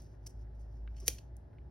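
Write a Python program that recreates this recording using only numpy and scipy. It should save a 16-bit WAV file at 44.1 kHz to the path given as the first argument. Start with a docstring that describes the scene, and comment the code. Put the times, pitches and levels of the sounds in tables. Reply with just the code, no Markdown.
"""A small room, heard close by a stereo microphone: fingers work a paper sticker on a planner page.
The glue lets go in short crackling rips made of dense filtered clicks, and the paper slides as softer grains.
Once the stiff sticker snaps free: a filtered impulse, decaying modes, a noisy flutter and a knock on the page.
Fingernails tap softly in short noise bursts; a low machine hum of sines wavers behind, over room air."""
import sys
import numpy as np
from scipy import signal
from scipy.fft import rfft, irfft
from scipy.io import wavfile

SR = 44100
rng = np.random.default_rng(int(sys.argv[2]) if len(sys.argv) > 2 else 0)


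def wrap_up_sound(samples):
    """Save the sound to the file named by the first command line argument, as 16-bit audio."""
    columns = np.atleast_2d(samples).T
    # keep every value between -1 and 1, then stretch to whole-number steps
    tamed = np.clip(columns, -1, 1)
    steps = np.round(tamed * 32767).astype(np.int16)
    wavfile.write(sys.argv[1], SR, steps)


N = 74970  # length [samples]

# Machine hum, gliding between points: (time [s], pitch [Hz], level [dB rms])
HUM_PATH = [(0, 56.7, -50.5), (.156, 54.5, -54), (.226, 54.5, -46.5), (.292, 55, -53.5), (.38, 54.5, -45.5),
            (.76, 54.58, -45.5), (.85, 54.76, -42), (1.13, 57.02, -45.5), (1.216, 57.83, -53.5),
            (1.36, 58.8, -46), (1.42, 59.74, -60), (1.7, 60.07, -50.5)]
# Faint tones of the machine: (pitch [Hz], level [dB rms])
MACHINE_TONES = [(106.5, -61.5), (215, -76.5), (268, -75), (366, -73.5), (586, -79), (668, -80.5),
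                 (846, -83)]
# Spectrum of the room air: (frequency [Hz], relative level [dB])
AIR_COLOUR = [(15, -33.5), (28, -19.5), (45, -1), (80, 1), (125, -0.5), (200, -15.5), (370, -18),
              (480, -22), (850, -26), (1150, -37), (1750, -36), (2300, -48), (5500, -53), (7500, -63.5),
              (11500, -60), (16000, -74)]
AIR_DB, AIR_WIDE_HZ = -54.5, 272.8  # air level; the sides differ only above this frequency

# Soft nail taps on the page: (time [s], strength [dB])
NAIL_TAPS = [(.141, -59), (0.8757, -35), (.946, -51.5), (1.531, -58.5), (1.5847, -45)]
# Spectrum of a nail tap: (frequency [Hz], relative level [dB])
TAP_COLOUR = [(300, -12), (1000, -11), (1550, -4), (1850, -8), (2350, 1), (2900, -6), (4000, -13),
              (5500, -41), (12000, -42.5)]
# Fingertips rubbing the page: (start [s], length [s], level [dB])
FINGER_RUBS = [(.13, 0.017, -77.5), (.425, 0.054, -81), (1.525, .02, -78.5)]
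# Spectrum of the rubbing: (frequency [Hz], relative level [dB])
RUB_COLOUR = [(400, -25), (1000, -6.5), (1500, 2), (1900, -2), (2600, -20), (6000, -27)]
# Spectrum of the page's dull thud: (frequency [Hz], relative level [dB])
PAGE_COLOUR = [(40, -23.5), (130, 2), (280, 0), (460, -2), (700, -16), (1500, -28), (6000, -58.5)]
PRESS_S, PRESS_LEN_S, PRESS_DB = 1.02, .028, -56.5  # a fingertip presses the page
SETTLE_DB, SETTLE_T60_S = -50.5, .15  # the page settles after the snap

# Rips of glue: (start [s], length [s], level [dB])
GLUE_RIPS = [(.024, 0.023, -77), (.2628, 0.013, -51), (.294, .018, -69), (.55, 0.0027, -77),
             (.592, 0.029, -78.5), (1.0005, .007, -56.5), (1.061, .011, -57.5)]
# Spectrum of a rip: (frequency [Hz], relative level [dB])
GLUE_COLOUR = [(300, -20), (1400, -20), (2500, -13), (3800, -20), (4700, -7), (5800, 2), (7000, -6),
               (7900, -4), (9000, -8.5), (11400, -8), (13500, -18.5), (16000, -17.5)]
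# Lone ticks of glue, and at 1.0866 s the freed sticker's bounce: (time [s], strength [dB])
TICKS = [(.0205, -43), (1.0624, -31), (1.066, -34), (1.0728, -28.5), (1.075, -27), (1.0866, -16.5),
         (1.0903, -24), (1.3675, -40)]
# Spectrum of a tick: (frequency [Hz], relative level [dB])
TICK_COLOUR = [(500, -30), (2000, -22), (4000, -17), (6000, -1), (9000, 1), (11500, 0), (13500, -7),
               (16000, -10)]
# The sticker flexing, before the crease and flex gains: (start [s], length [s], level [dB])
STICKER_CREASES = [(.9645, 0.0056, -68), (.974, 0.014, -70), (1.182, 0.0071, -55)]
# Spectrum of a crease: (frequency [Hz], relative level [dB])
CREASE_COLOUR = [(500, -18), (1400, -15), (2000, -7), (3200, -3), (3800, -7.5), (5000, -9), (6600, -4),
                 (8500, -15), (12000, -18), (15500, -27)]
# Resonances of the lifted sticker as it flexes: (centre [Hz], width [Hz], relative gain [dB])
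FLEX_RESONANCES = [(2900, 400, -1), (4393, 220, 2), (5535, 340, 1.5)]
# Paper sliding under the fingers, gliding between points: (time [s], level [dB])
SLIDE_LEVEL = [(0, -67.5), (.09, -82.5), (.14, -81.5), (.19, -100), (.24, -83), (.35, -88.5), (.42, -78),
               (.46, -108), (.56, -87.5), (.62, -82.5), (.68, -89.5), (.77, -81.5), (.83, -96), (.94, -86),
               (1.0, -69.5), (1.05, -68.5), (1.1, -51.5), (1.16, -100)]
# Spectrum of sliding paper: (frequency [Hz], relative level [dB])
PAPER_COLOUR = [(500, -16), (2000, -10.5), (4000, -10.5), (5500, 3.5), (6500, -1.5), (7500, -15),
                (10000, -11.5), (12500, -12.5), (16000, -21.5)]
STRAIN_S, STRAIN_LEN_S, STRAIN_DB = 1.071, 0.006, -47  # the last glue tears just before the snap
GRAINS_PER_S, GRAIN_SCATTER_DB = 3000, 4.5

# Spectrum of the snap's crack: (frequency [Hz], relative level [dB])
CRACK_COLOUR = [(200, -17), (750, -26), (1200, -14), (1600, -14), (2100, -6), (3200, -7), (4200, -5),
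                (6100, 2), (7000, 1), (7700, -8), (8400, -6), (10500, -2.5), (12300, -1), (13300, -7),
                (14500, -6), (16300, -13)]
# The sticker's ring after the snap: (pitch [Hz], relative amplitude [dB], decay by 60 dB [s])
STICKER_MODES = [(1924, -43, .025), (2420, -31.5, 0.03), (3214, -37, .027), (4540, -28, .02),
                 (5100, -38.5, .025), (5963, -22.5, 0.014), (6530, -39.5, .015), (8220, -35, .018),
                 (9050, -30.5, 0.0065), (10190, -28, 0.018), (11290, -41, .018), (12035, -32.5, 0.018)]
SNAP_S, CRACK_DB, RING_DB = 1.0804, 0.5, -2
FLUTTER_DB, FLUTTER_T60_S = -28, 0.019
KNOCK_HZ, KNOCK_DB, KNOCK_T60_S, KNOCK_DELAY_S = 505, -34.5, .03, .002

DESK_DB, DESK_T60_S = -12, 0.022
EARLY_DB, EARLY_T60_S = -13, .035
ROOM_DB, ROOM_BUILD_S = -17, 0.015
ROOM_T60_S, TREBLE_T60_S, TREBLE_HZ = .28, .215, 6500
# Phase between the two microphone ports: (frequency [Hz], lead of the left [rad])
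PORT_LEAD = [(0, 0), (2000, .25), (5000, .1), (5900, 1.4), (7400, 3.14), (9900, 6.2), (10700, 6.45),
             (12000, 7.8), (13500, 9.45), (16000, 11.5)]
# Balance of the two ports: (frequency [Hz], left minus right [dB])
PORT_TILT = [(200, 0), (1300, 2.5), (2400, 1), (3100, -8), (4200, -6), (5100, 1), (8000, 0)]
TOP_HZ = 16000  # upper edge of the recorder's passband


def undb(db):
    """Decibels to gain."""
    return 10 ** (np.asarray(db) / 20)


def clock():
    """Time of every sample in seconds."""
    return np.arange(N) / SR


def fade(start, t60):
    """Silence, then an exponential decay from 1 that falls 60 dB in t60 seconds."""
    age = clock() - start
    return (age >= 0) * np.exp(-np.log(1000) * np.maximum(age, 0) / t60)


def colour(x, points):
    """Causal minimum-phase filter of unit power, shaped through (Hz, dB) points."""
    size = 4096
    hz, db = np.array(points).T
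    bins_hz = np.arange(size * 2 + 1) * SR / (size * 4)
    gain = undb(np.interp(np.log(bins_hz + 1), np.log(hz), db))
    # Folding the cepstrum forward in time makes the filter minimum phase
    cepstrum = irfft(np.log(gain))
    cepstrum[1:size * 2] *= 2
    cepstrum[size * 2 + 1:] = 0
    ir = irfft(np.exp(rfft(cepstrum)))[:size]
    ir = ir / np.linalg.norm(ir)
    return np.apply_along_axis(lambda v: signal.fftconvolve(v, ir)[:N], -1, x)


def band(x, hz, width):
    """One resonance, gain 1 at its centre."""
    return signal.lfilter(*signal.iirpeak(hz, hz / width, fs=SR), x)


def clicks(rows):
    """One impulse for each (s, dB) row."""
    out = np.zeros(N)
    for s, db in rows:
        out[int(s * SR)] += undb(db)
    return out


def grains():
    """Dense tiny clicks of random sign and uneven size, rms 1."""
    hits = rng.random(N) < GRAINS_PER_S / SR
    signs = rng.choice([-1, 1], N)
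    sizes = undb(GRAIN_SCATTER_DB * np.clip(rng.standard_normal(N), -2, 2))
    x = hits * signs * sizes
    return x / x.std()


def bursts(rows, attack_s=0.00075, release_s=0.00084):
    """Attack, hold and release for each (s, length, dB) row."""
    t = clock()
    total = np.zeros(N)
    for s, length, db in rows:
        attack = np.clip((t - s) / attack_s, 0, 1)
        release = np.exp(-np.maximum(t - s - length, 0) / release_s)
        total += undb(db) * attack * release
    return total


def ring(start, hz, t60):
    """One struck mode: a decaying sine."""
    return fade(start, t60) * np.sin(2 * np.pi * hz * (clock() - start))


def diffuse(side_db=-6):
    """Noise that is partly alike left and right."""
    mid, side = rng.standard_normal((2, N))
    return mid + undb(side_db) * np.array([side, -side])


def background(waver=.006):
    """A wavering machine hum with faint drifting tones, over room air whose bass is alike on both sides."""
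    t = clock()
    s, hz, db = np.array(HUM_PATH).T
    hum = undb(np.interp(t, s, db)) * np.sin(2 * np.pi * np.cumsum(np.interp(t, s, hz)) / SR)
    for tone_hz, tone_db in MACHINE_TONES:
        drift = np.interp(t, np.linspace(0, t[-1], 20), rng.standard_normal(20))
        cycles = np.cumsum(tone_hz * (1 + waver * drift)) / SR + rng.random()
        hum = hum + undb(tone_db) * np.sin(2 * np.pi * cycles)
    mid, side = colour(rng.standard_normal((2, N)), AIR_COLOUR)
    wide_band = signal.butter(2, [AIR_WIDE_HZ, 2500], "band", fs=SR, output="sos")
    side = signal.sosfilt(wide_band, side)
    air = mid + undb(-0.5) * side * np.array([[1], [-1]])
    return np.sqrt(2) * hum + undb(AIR_DB) * air  # sqrt(2) turns sine amplitude into rms


def fingers(contact_t60=0.015):
    """Nails tap with a short noisy scrape; fingertips rub, and the page thuds dully under them."""
    touch = sum(undb(db) * fade(s, contact_t60) for s, db in NAIL_TAPS)
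    touch = touch / np.linalg.norm(fade(0, contact_t60))  # each tap's energy follows its strength
    taps = colour(rng.standard_normal(N) * touch, TAP_COLOUR)
    rubs = colour(grains() * bursts(FINGER_RUBS, attack_s=0.0069, release_s=.012), RUB_COLOUR)
    press = bursts([(PRESS_S, PRESS_LEN_S, PRESS_DB)])
    settle = undb(SETTLE_DB) * fade(SNAP_S, SETTLE_T60_S)
    thuds = colour(rng.standard_normal(N) * (press + settle), PAGE_COLOUR)
    return taps + rubs + thuds


def peeling(flex_db=10):
    """Glue threads break in rips and ticks, and the freed sticker bounces once; the sticker creases through its
    resonances and slides."""
    rips = colour(grains() * bursts(GLUE_RIPS), GLUE_COLOUR)
    ticks = colour(clicks(TICKS), TICK_COLOUR)
    strain = colour(grains() * bursts([(STRAIN_S, STRAIN_LEN_S, STRAIN_DB)]), CRACK_COLOUR)
    bend = grains() * bursts(STICKER_CREASES)
    crease = undb(-8) * colour(bend, CREASE_COLOUR)
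    flex = sum(undb(db + flex_db) * band(bend, hz, width) for hz, width, db in FLEX_RESONANCES)
    slide_gain = undb(np.interp(clock(), *np.array(SLIDE_LEVEL).T))
    slide = colour(grains() * slide_gain, PAPER_COLOUR)
    return rips + ticks + strain + crease + flex + slide


def snap():
    """The sticker springs free: a crack, a brief ring and flutter, and a knock on the page."""
    crack = colour(clicks([(SNAP_S, CRACK_DB)]), CRACK_COLOUR)
    modes = np.zeros(N)
    for hz, db, t60 in STICKER_MODES:
        start = SNAP_S + rng.random() / hz  # each mode starts within its first cycle
        modes += undb(db + RING_DB) * ring(start, hz, t60)
    flutter = undb(FLUTTER_DB) * colour(grains() * fade(SNAP_S, FLUTTER_T60_S), CRACK_COLOUR)
    knock = undb(KNOCK_DB) * ring(SNAP_S + KNOCK_DELAY_S, KNOCK_HZ, KNOCK_T60_S)
    return crack + modes + flutter + knock


def room(x):
    """Desk reflections alike on both sides, scatter from things nearby, then walls whose treble dies first."""
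    desk = np.tile(rng.standard_normal(N) * fade(.001, DESK_T60_S), (2, 1))
    early = diffuse() * fade(.002, EARLY_T60_S)
    noise = diffuse()
    low = signal.sosfiltfilt(signal.butter(2, TREBLE_HZ, fs=SR, output="sos"), noise)
    treble = noise - low
    build = np.minimum(clock() / ROOM_BUILD_S, 1) ** 2
    late = (low * fade(0, ROOM_T60_S) + treble * fade(0, TREBLE_T60_S)) * build
    parts = [(desk, DESK_DB), (early, EARLY_DB), (late, ROOM_DB)]
    ir = sum(undb(db) * v / np.linalg.norm(v[0]) for v, db in parts)
    return x + signal.fftconvolve(x[None], ir, axes=1)[:, :N]


def ports(x):
    """Phase and level differences between the two microphones, total power kept."""
    hz = np.fft.rfftfreq(N, 1 / SR)
    right = np.exp(-1j * np.interp(hz, *np.array(PORT_LEAD).T))
    left = undb(np.interp(hz, *np.array(PORT_TILT).T))
    return irfft(rfft(x) * np.array([left, right]) * np.sqrt(2 / (1 + left ** 2)), N)


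def scene():
    """Hands and paper in the room, over the background, as the two microphones hear them."""
    hands = peeling() + snap() + fingers()
    return ports(room(hands) + background())


def record(dry):
    """The recorder cuts the top with a steep low-pass."""
    return signal.sosfilt(signal.ellip(8, .2, 70, TOP_HZ, fs=SR, output="sos"), dry)


dry = scene()
out = record(dry)
wrap_up_sound(out)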